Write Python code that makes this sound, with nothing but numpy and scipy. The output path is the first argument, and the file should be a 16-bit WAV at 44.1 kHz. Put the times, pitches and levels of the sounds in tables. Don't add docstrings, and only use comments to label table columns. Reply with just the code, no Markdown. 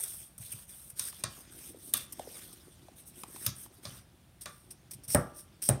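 import sys
import numpy as np
from scipy import signal
from scipy.fft import rfft, irfft, next_fast_len
from scipy.io import wavfile
from scipy.ndimage import uniform_filter1d, map_coordinates

SR = 44100
rng = np.random.default_rng(int(sys.argv[2]) if len(sys.argv) > 2 else 0)


def inscribe(sig):
    pcm = np.round(np.clip(np.atleast_2d(sig).T, -1, 1) * 32767)
    wavfile.write(sys.argv[1], SR, pcm.astype(np.int16))


N = 255780


def amp(db):
    return 10 ** (np.asarray(db) / 20)


def unit(x):
    return x / np.sqrt(np.mean(x ** 2) + 1e-20)


def along(points, hz):
    point_hz, value = np.transpose(points)
    return np.interp(np.log(hz + 1), np.log(point_hz + 1), value)


def filtered(x, response):
    size = next_fast_len(len(x) + 8192)
    gain = response(np.fft.rfftfreq(size, 1 / SR))
    return irfft(rfft(x, size) * gain, size)[:len(x)]


def coloured(x, spectrum):
    return unit(filtered(x, lambda hz: amp(along(spectrum, hz))))


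def wobble(rate):
    knots = rng.standard_normal(int(N * rate / SR) + 4)
    return map_coordinates(knots, [np.arange(N) * rate / SR])


def patchy(x, depth_db):
    z = signal.stft(x, nperseg=256)[2]
    field = uniform_filter1d(rng.standard_normal(z.shape), size=12, axis=1)
    field = uniform_filter1d(field, size=4, axis=0)
    return unit(signal.istft(z * amp(depth_db * unit(field)), nperseg=256)[1][:N])


def add(track, s, sound):
    part = track[max(round(s * SR), 0):][:len(sound)]
    part += sound[:len(part)]


def grains(rate, spread_db):
    happens = rng.random(N) < rate / SR
    return happens * rng.standard_normal(N) * amp(spread_db * rng.standard_normal(N))


def burst(spectrum, t, t60):
    return coloured(rng.standard_normal(len(t)), spectrum) * amp(-60 * t / t60)


def ring(modes, t, scatter_db=0, detune=0):
    hz, db, t60 = np.transpose(modes)[:, :, None]
    size = amp(db + scatter_db * rng.standard_normal(db.shape))
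    hz = hz * (1 + detune * rng.standard_normal(db.shape))
    phase = rng.random(db.shape) * 2 * np.pi
    waves = size * amp(-60 * t / t60) * np.sin(2 * np.pi * hz * t + phase)
    return np.sum(waves, 0) / np.linalg.norm(size)


BITE_S, RELAX_DB_PER_S = 0.051, 416


def push(t, length, swell_db):
    bite = np.sin(np.pi / 2 * np.clip(t / BITE_S, 0, 1)) ** 2
    swell = swell_db * (np.clip(t / length, 0, 1) - .5)
    relax = RELAX_DB_PER_S * np.clip(t - length, 0, 1)
    return bite * amp(swell - relax)


# start_s, length_s, crunch_db, swell_db (start to end),
# rub_db (on the steel, re crunch)
STROKES = [(-0.04, 0.28, -43.5, -12.5, -13.5), (0.212, 0.14, -63, -14, -11),
           (0.374, 0.26, -49.5, -6.5, -9.5), (0.66, 0.25, -52.5, -3.5, -13), (0.946, 0.14, -43, 6.5, -10),
           (1.077, 0.13, -54.5, 5.5, -5.5), (1.265, 0.14, -55, 6, -4.5), (1.4, 0.1, -66.5, 2, 1.5),
           (1.484, 0.21, -51.5, 9, -10), (1.736, 0.16, -55.5, 15.5, -14), (1.918, 0.12, -43, -15, -7),
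           (2.051, 0.34, -57, 17.5, -4.5), (2.385, 0.18, -53.5, -16, -7), (2.526, 0.41, -67, -9.5, -2.5),
           (2.934, 0.069, -56.5, 8, -11.5), (3.036, 0.045, -51.5, 7, -25), (3.12, 0.093, -54.5, 9, -10.5),
           (3.219, 0.15, -56.5, 18.5, -13), (3.348, 0.12, -48, 23.5, -11.5), (3.532, 0.11, -49.5, 3, -17),
           (3.703, 0.086, -63, -3, -19), (3.809, 0.18, -54.5, -5.5, -2), (4.433, 0.28, -64.5, -18, -17),
           (5.08, 0.059, -34, 3, -22), (5.137, 0.18, -59, -23, -20), (5.326, 0.072, -52.5, 8.5, -16.5),
           (5.614, 0.071, -36, -8, -20), (5.673, 0.11, -57.5, -28, 1)]
# start_s, level_db, length_s
LUMPS = [(0.033, -30.5, 0.013), (0.079, -32.5, 0.0079), (0.379, -36.5, 0.0066), (0.517, -37, 0.017),
         (0.6894, -45, 0.012), (0.899, -42.5, 0.011), (1.966, -29.5, 0.016), (2.1225, -35.5, 0.012),
         (2.528, -45.5, 0.015), (4.4093, -44, 0.025), (4.7047, -45, 0.019), (4.909, -39, 0.016),
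         (4.932, -43, 0.015), (5.034, -51, 0.025), (5.078, -42, 0.031), (5.1, -33, 0.011),
         (5.619, -34, 0.024)]
# time_s, crust_db (coarse crust, re crunch)
FIRMNESS = [(4.0, -22), (4.4, -3)]
# pitch_hz, level_db (relative)
ICE_SPECTRUM = [(300, -36.5), (2000, -35), (4500, -25.5), (5400, -13.5), (6000, -14), (6600, -16.5),
                (7450, -25.5), (8200, -0.5), (9350, 1), (10100, -7), (11500, -6.5), (14000, -7),
                (15600, -14.5)]
CRUST_SPECTRUM = [(1000, -29), (4000, -12.5), (5000, -3.5), (5600, 4), (6400, -10), (7400, -20), (8400, 6),
                  (9400, 7), (10500, -20.5), (15000, -25)]
RUB_SPECTRUM = [(150, -11.5), (550, -1), (900, -9), (1300, -2.5), (2000, -3.5), (2900, -3), (3500, 1.5),
                (4200, -4), (5200, -1.5), (6400, -2.5), (8000, -9.5), (15000, -27.5)]
SETTLE_DB = -5
BREAK_S, LUMP_RUB_DB = 0.0027, -14.5


def stirring():
    t = np.arange(N) / SR
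    crunch_power = np.zeros(N)
    rub_power = amp(np.interp(t, *np.transpose(CHURNING)) + SETTLE_DB) ** 2
    for s, length, db, swell_db, rub_db in STROKES:
        stroke = amp(db) * push(t - s, length, swell_db)
        crunch_power += stroke ** 2
        rub_power += (amp(rub_db) * stroke) ** 2
    lump_t = t[:SR // 8]
    for s, db, length in LUMPS:
        lump = amp(db) * (1 - np.exp(-lump_t / BREAK_S)) * np.exp(-(lump_t / length) ** 2)
        add(crunch_power, s, lump ** 2)
        add(rub_power, s, (amp(LUMP_RUB_DB) * lump) ** 2)
    clumps = amp(1.1 * wobble(170) + 0.38 * wobble(35))
    ice = patchy(coloured(grains(rate=14000, spread_db=2.5), ICE_SPECTRUM), depth_db=2.0)
    steel = patchy(coloured(grains(rate=9000, spread_db=1.0), RUB_SPECTRUM), depth_db=3.5)
    crust = coloured(grains(rate=6000, spread_db=3.0), CRUST_SPECTRUM)
    crust = amp(np.interp(t, *np.transpose(FIRMNESS))) * crust
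    return clumps * (np.sqrt(crunch_power) * (ice + crust) + np.sqrt(rub_power) * steel)


# pitch_hz, level_db (relative)
CRACK_SPECTRUM = [(500, -37), (3000, -21.5), (7400, -25), (8200, -4), (9300, 0.5), (10300, -21.5),
                  (15500, -26.5)]
SNAP_SPECTRUM = [(7000, -25), (10500, -4), (11700, 0.5), (13000, -7.5), (15500, -4.5)]


def snow_crack(t, crack_db, snap_db):
    crack = amp(crack_db) * burst(CRACK_SPECTRUM, t, t60=0.036)
    return crack + amp(snap_db) * burst(SNAP_SPECTRUM, t, t60=0.037)


# pitch_hz, level_db (relative), t60_s
WALL_MODES = [(2417, -3.5, 0.19), (2700, -8, 0.3), (3410, -5, 0.17), (3516, -3, 0.35), (3720, 4, 0.075),
              (3850, 5, 0.16), (3920, -15, 0.216), (4600, -10, 0.37), (5180, -5, 0.15), (6345, -1.5, 0.13),
              (6930, -7, 0.17)]
# pitch_hz, level_db (relative)
WALL_SPECTRUM = [(1200, -13.5), (2000, -1.5), (2900, -2.5), (3500, 6), (4300, 1), (6300, 4), (8500, -9.5),
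                 (12000, -18)]
FAVOUR_DB, FAVOUR_OCTAVES = 8, 0.35


def bowl_wall(t, contact, spot_hz):
    dense = burst(WALL_SPECTRUM, t, t60=0.22) * (amp(2.5) * contact + amp(-8.0))
    wall = dense + amp(-5.0) * ring(WALL_MODES, t, scatter_db=2, detune=0.0019)

    def favour(hz):
        octaves = np.log2((hz + 1) / spot_hz)
        return amp(FAVOUR_DB * (np.exp(-(octaves / FAVOUR_OCTAVES) ** 2) - .5))

    return filtered(wall, favour)


# pitch_hz, level_db (relative), t60_s
BELLY_MODES = [(1080, 4.5, 0.09), (1110, -1.5, 0.29), (1158, 1, 0.23), (1180, -5, 0.5), (1290, -7, 0.27),
               (1330, -6, 0.4), (1420, -8.5, 0.41), (1650, 2.5, 0.23), (1710, -3.5, 0.27),
               (1780, -13.5, 0.14), (1860, 2, .12)]
# pitch_hz, level_db (relative)
BELLY_SPECTRUM = [(600, -44), (1080, 6), (1400, 2), (1780, -1.5), (2050, -3.5), (2600, -17), (4000, -38.5)]


def bowl_belly(t):
    dense = amp(-3.0) * burst(BELLY_SPECTRUM, t, t60=0.2)
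    return dense + amp(-2.5) * ring(BELLY_MODES, t, scatter_db=4.5, detune=0.0034)


# pitch_hz, level_db (relative), t60_s
BASE_MODES = [(370.4, -11.5, 0.15), (465, -28.5, 0.1), (584.4, -3.5, 0.13), (594, 8.5, 0.051),
              (672, -8.5, 0.2)]
# pitch_hz, level_db (relative)
BASE_SPECTRUM = [(40, -19), (130, 8.5), (280, -2.5), (400, -5), (600, -2), (800, -5), (1300, -31),
                 (4000, -62)]


def bowl_base(t):
    dense = amp(-3.5) * burst(BASE_SPECTRUM, t, t60=0.27)
    return dense + amp(5.5) * ring(BASE_MODES, t, scatter_db=1.0, detune=0.0041)


# start_s, crack_db, snap_db, wall_db, belly_db, base_db, thud_db (table),
# spot_hz (the wall's favoured pitch)
BLOWS = [(0.994, -22.5, -28.5, -36, -55, -63, -45.5, 5740),
         (1.237, -21, -35, -33.5, -40, -43.5, -33.5, 4780), (1.937, -17, -14, -29.5, -42, -45, -43, 3130),
         (3.463, -28, -14.5, -31, -45.5, -51.5, -28.5, 5750),
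         (3.8516, -46, -55, -42, -49.5, -48, -35.5, 4650), (4.457, -37, -42, -39, -43, -48.5, -61, 2120),
         (5.1463, -12.5, -20, -61, -26.5, -20.5, -17, 5600),
         (5.6882, -13.5, -25, -42, -37.5, -25.5, -40, 2200),
         (5.6956, -25.5, -25, -43, -44, -30, -18.5, 2300)]
# start_s, level_db
SHOVES = [(0.393, -39.5), (0.534, -40), (3.907, -40), (3.978, -44.5), (4.939, -43), (5.082, -38)]
# pitch_hz, level_db (relative), t60_s
TABLE_MODES = [(66.6, -9.5, 0.28), (106, 5, 0.15), (131, -0.5, 0.23), (162, -1.5, 0.075),
               (200.3, -5.5, 0.18), (259, -10, 0.11)]


def knocks():
    out, t = np.zeros(N), np.arange(SR // 2) / SR
    contact = np.exp(-((t - .0022) / 0.003) ** 2)
    for s, crack_db, snap_db, wall_db, belly_db, base_db, thud_db, spot_hz in BLOWS:
        crack = snow_crack(t, crack_db, snap_db) * (contact + amp(-15))
        wall = amp(wall_db) * bowl_wall(t, contact, spot_hz)
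        lower = amp(belly_db) * bowl_belly(t) + amp(base_db) * bowl_base(t)
        thud = amp(thud_db) * ring(TABLE_MODES, t)
        add(out, s, (crack + wall) * (1 - np.exp(-t / 0.00097)))
        add(out, s + 0.00112, lower * (1 - np.exp(-t / 0.000476)))
        add(out, s + 0.0023, thud * (1 - np.exp(-t / 0.006)))
    for s, db in SHOVES:
        add(out, s, amp(db) * ring(TABLE_MODES, t) * (1 - np.exp(-t / 0.0055)))
    return out


# start_s, level_db, pitch_hz (starts at 1.35 times this, sinks toward 0.41)
PLOPS = [(1.128, -49, 1110), (1.706, -44, 370), (1.745, -40, 487), (2.195, -27.5, 720), (2.273, -33.5, 515),
         (2.68, -45.5, 410), (2.884, -42.5, 710), (3.235, -35.5, 1070), (3.299, -49, 460),
         (3.361, -43, 1020), (3.661, -49, 956)]
TICK_EVEN_HZ, TICK_DB_PER_OCTAVE = 980, 20.5


def plops():
    out, t = np.zeros(N), np.arange(SR // 16) / SR
    tick_spectrum = [(300, 20), (900, 1.0), (2500, 8), (7300, 3.5), (9000, 11.5), (15000, -6)]
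    for s, db, hz in PLOPS:
        pitch = hz * (0.406 + 0.945 * np.exp(-t / 0.0068))
        cycles = np.cumsum(pitch) / SR
        plop = np.sin(2 * np.pi * cycles) * (1 - np.exp(-t / 0.0018)) * np.exp(-(t / 0.0063) ** 2)
        tick_gain = amp(TICK_DB_PER_OCTAVE * np.log2(hz / TICK_EVEN_HZ))
        add(out, s, amp(db) * (plop + tick_gain * burst(tick_spectrum, t, t60=0.017)))
    return out


# time_s, level_db
CHURNING = [(0.0, -68.5), (0.21, -74.5), (1.01, -70.5), (1.18, -67), (1.66, -64.5), (2.0, -63),
            (2.95, -67.5), (3.35, -61.5), (4.3, -73.5), (5.05, -67)]


def slush():
    burble_spectrum = [(120, -31.0), (260, 0), (350, 3.0), (480, -17.0), (800, -19.0), (3000, -53)]
    churn_spectrum = [(30, -27), (105, -2.5), (220, 2), (600, -12.5), (5000, -57)]
    burble = coloured(grains(rate=83, spread_db=3), burble_spectrum)
    churn = coloured(grains(rate=820, spread_db=1.5), churn_spectrum)
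    level = amp(np.interp(np.arange(N) / SR, *np.transpose(CHURNING)) + 0.55 * wobble(14))
    return level * (amp(-0.5) * burble + amp(-3.5) * churn)


# pitch_hz, t60_s
ROOM_DECAY = [(100, 0.24), (1000, 0.53), (5000, 0.3), (9000, 0.2), (15000, 0.12)]


def room(x):
    hz, t, z = signal.stft(rng.standard_normal(SR // 2), SR, nperseg=256)
    decay = amp(-60 * t / along(ROOM_DECAY, hz)[:, None])
    tail = signal.istft(z * decay, SR, nperseg=256)[1]
    return signal.fftconvolve(np.pad(x, (SR // 200, 0)), tail / np.linalg.norm(tail))[:N]


# pitch_hz, level_db (relative)
HUSH_SPECTRUM = [(20, -31), (35, -6.5), (60, 1.5), (130, -1), (200, -5.5), (350, -25), (600, -17.5),
                 (1200, -23), (3500, -26.5), (7300, -35.5), (8800, -25), (10500, -29.5), (15500, -33.5)]


def hush():
    return amp(-61) * coloured(rng.standard_normal(N), HUSH_SPECTRUM)


def scene():
    bowl = stirring() + knocks() + plops() + slush()
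    return (bowl + amp(-15.0) * room(bowl) + hush())[None]


TOP_HZ = 15850


def record(dry):
    highpass = signal.butter(4, 45, "highpass", fs=SR, output="sos")
    thin = signal.sosfilt(highpass, dry[0])
    return filtered(thin, lambda hz: 1 / (1 + (hz / TOP_HZ) ** 160))[None]


dry = scene()
out = record(dry)
inscribe(out)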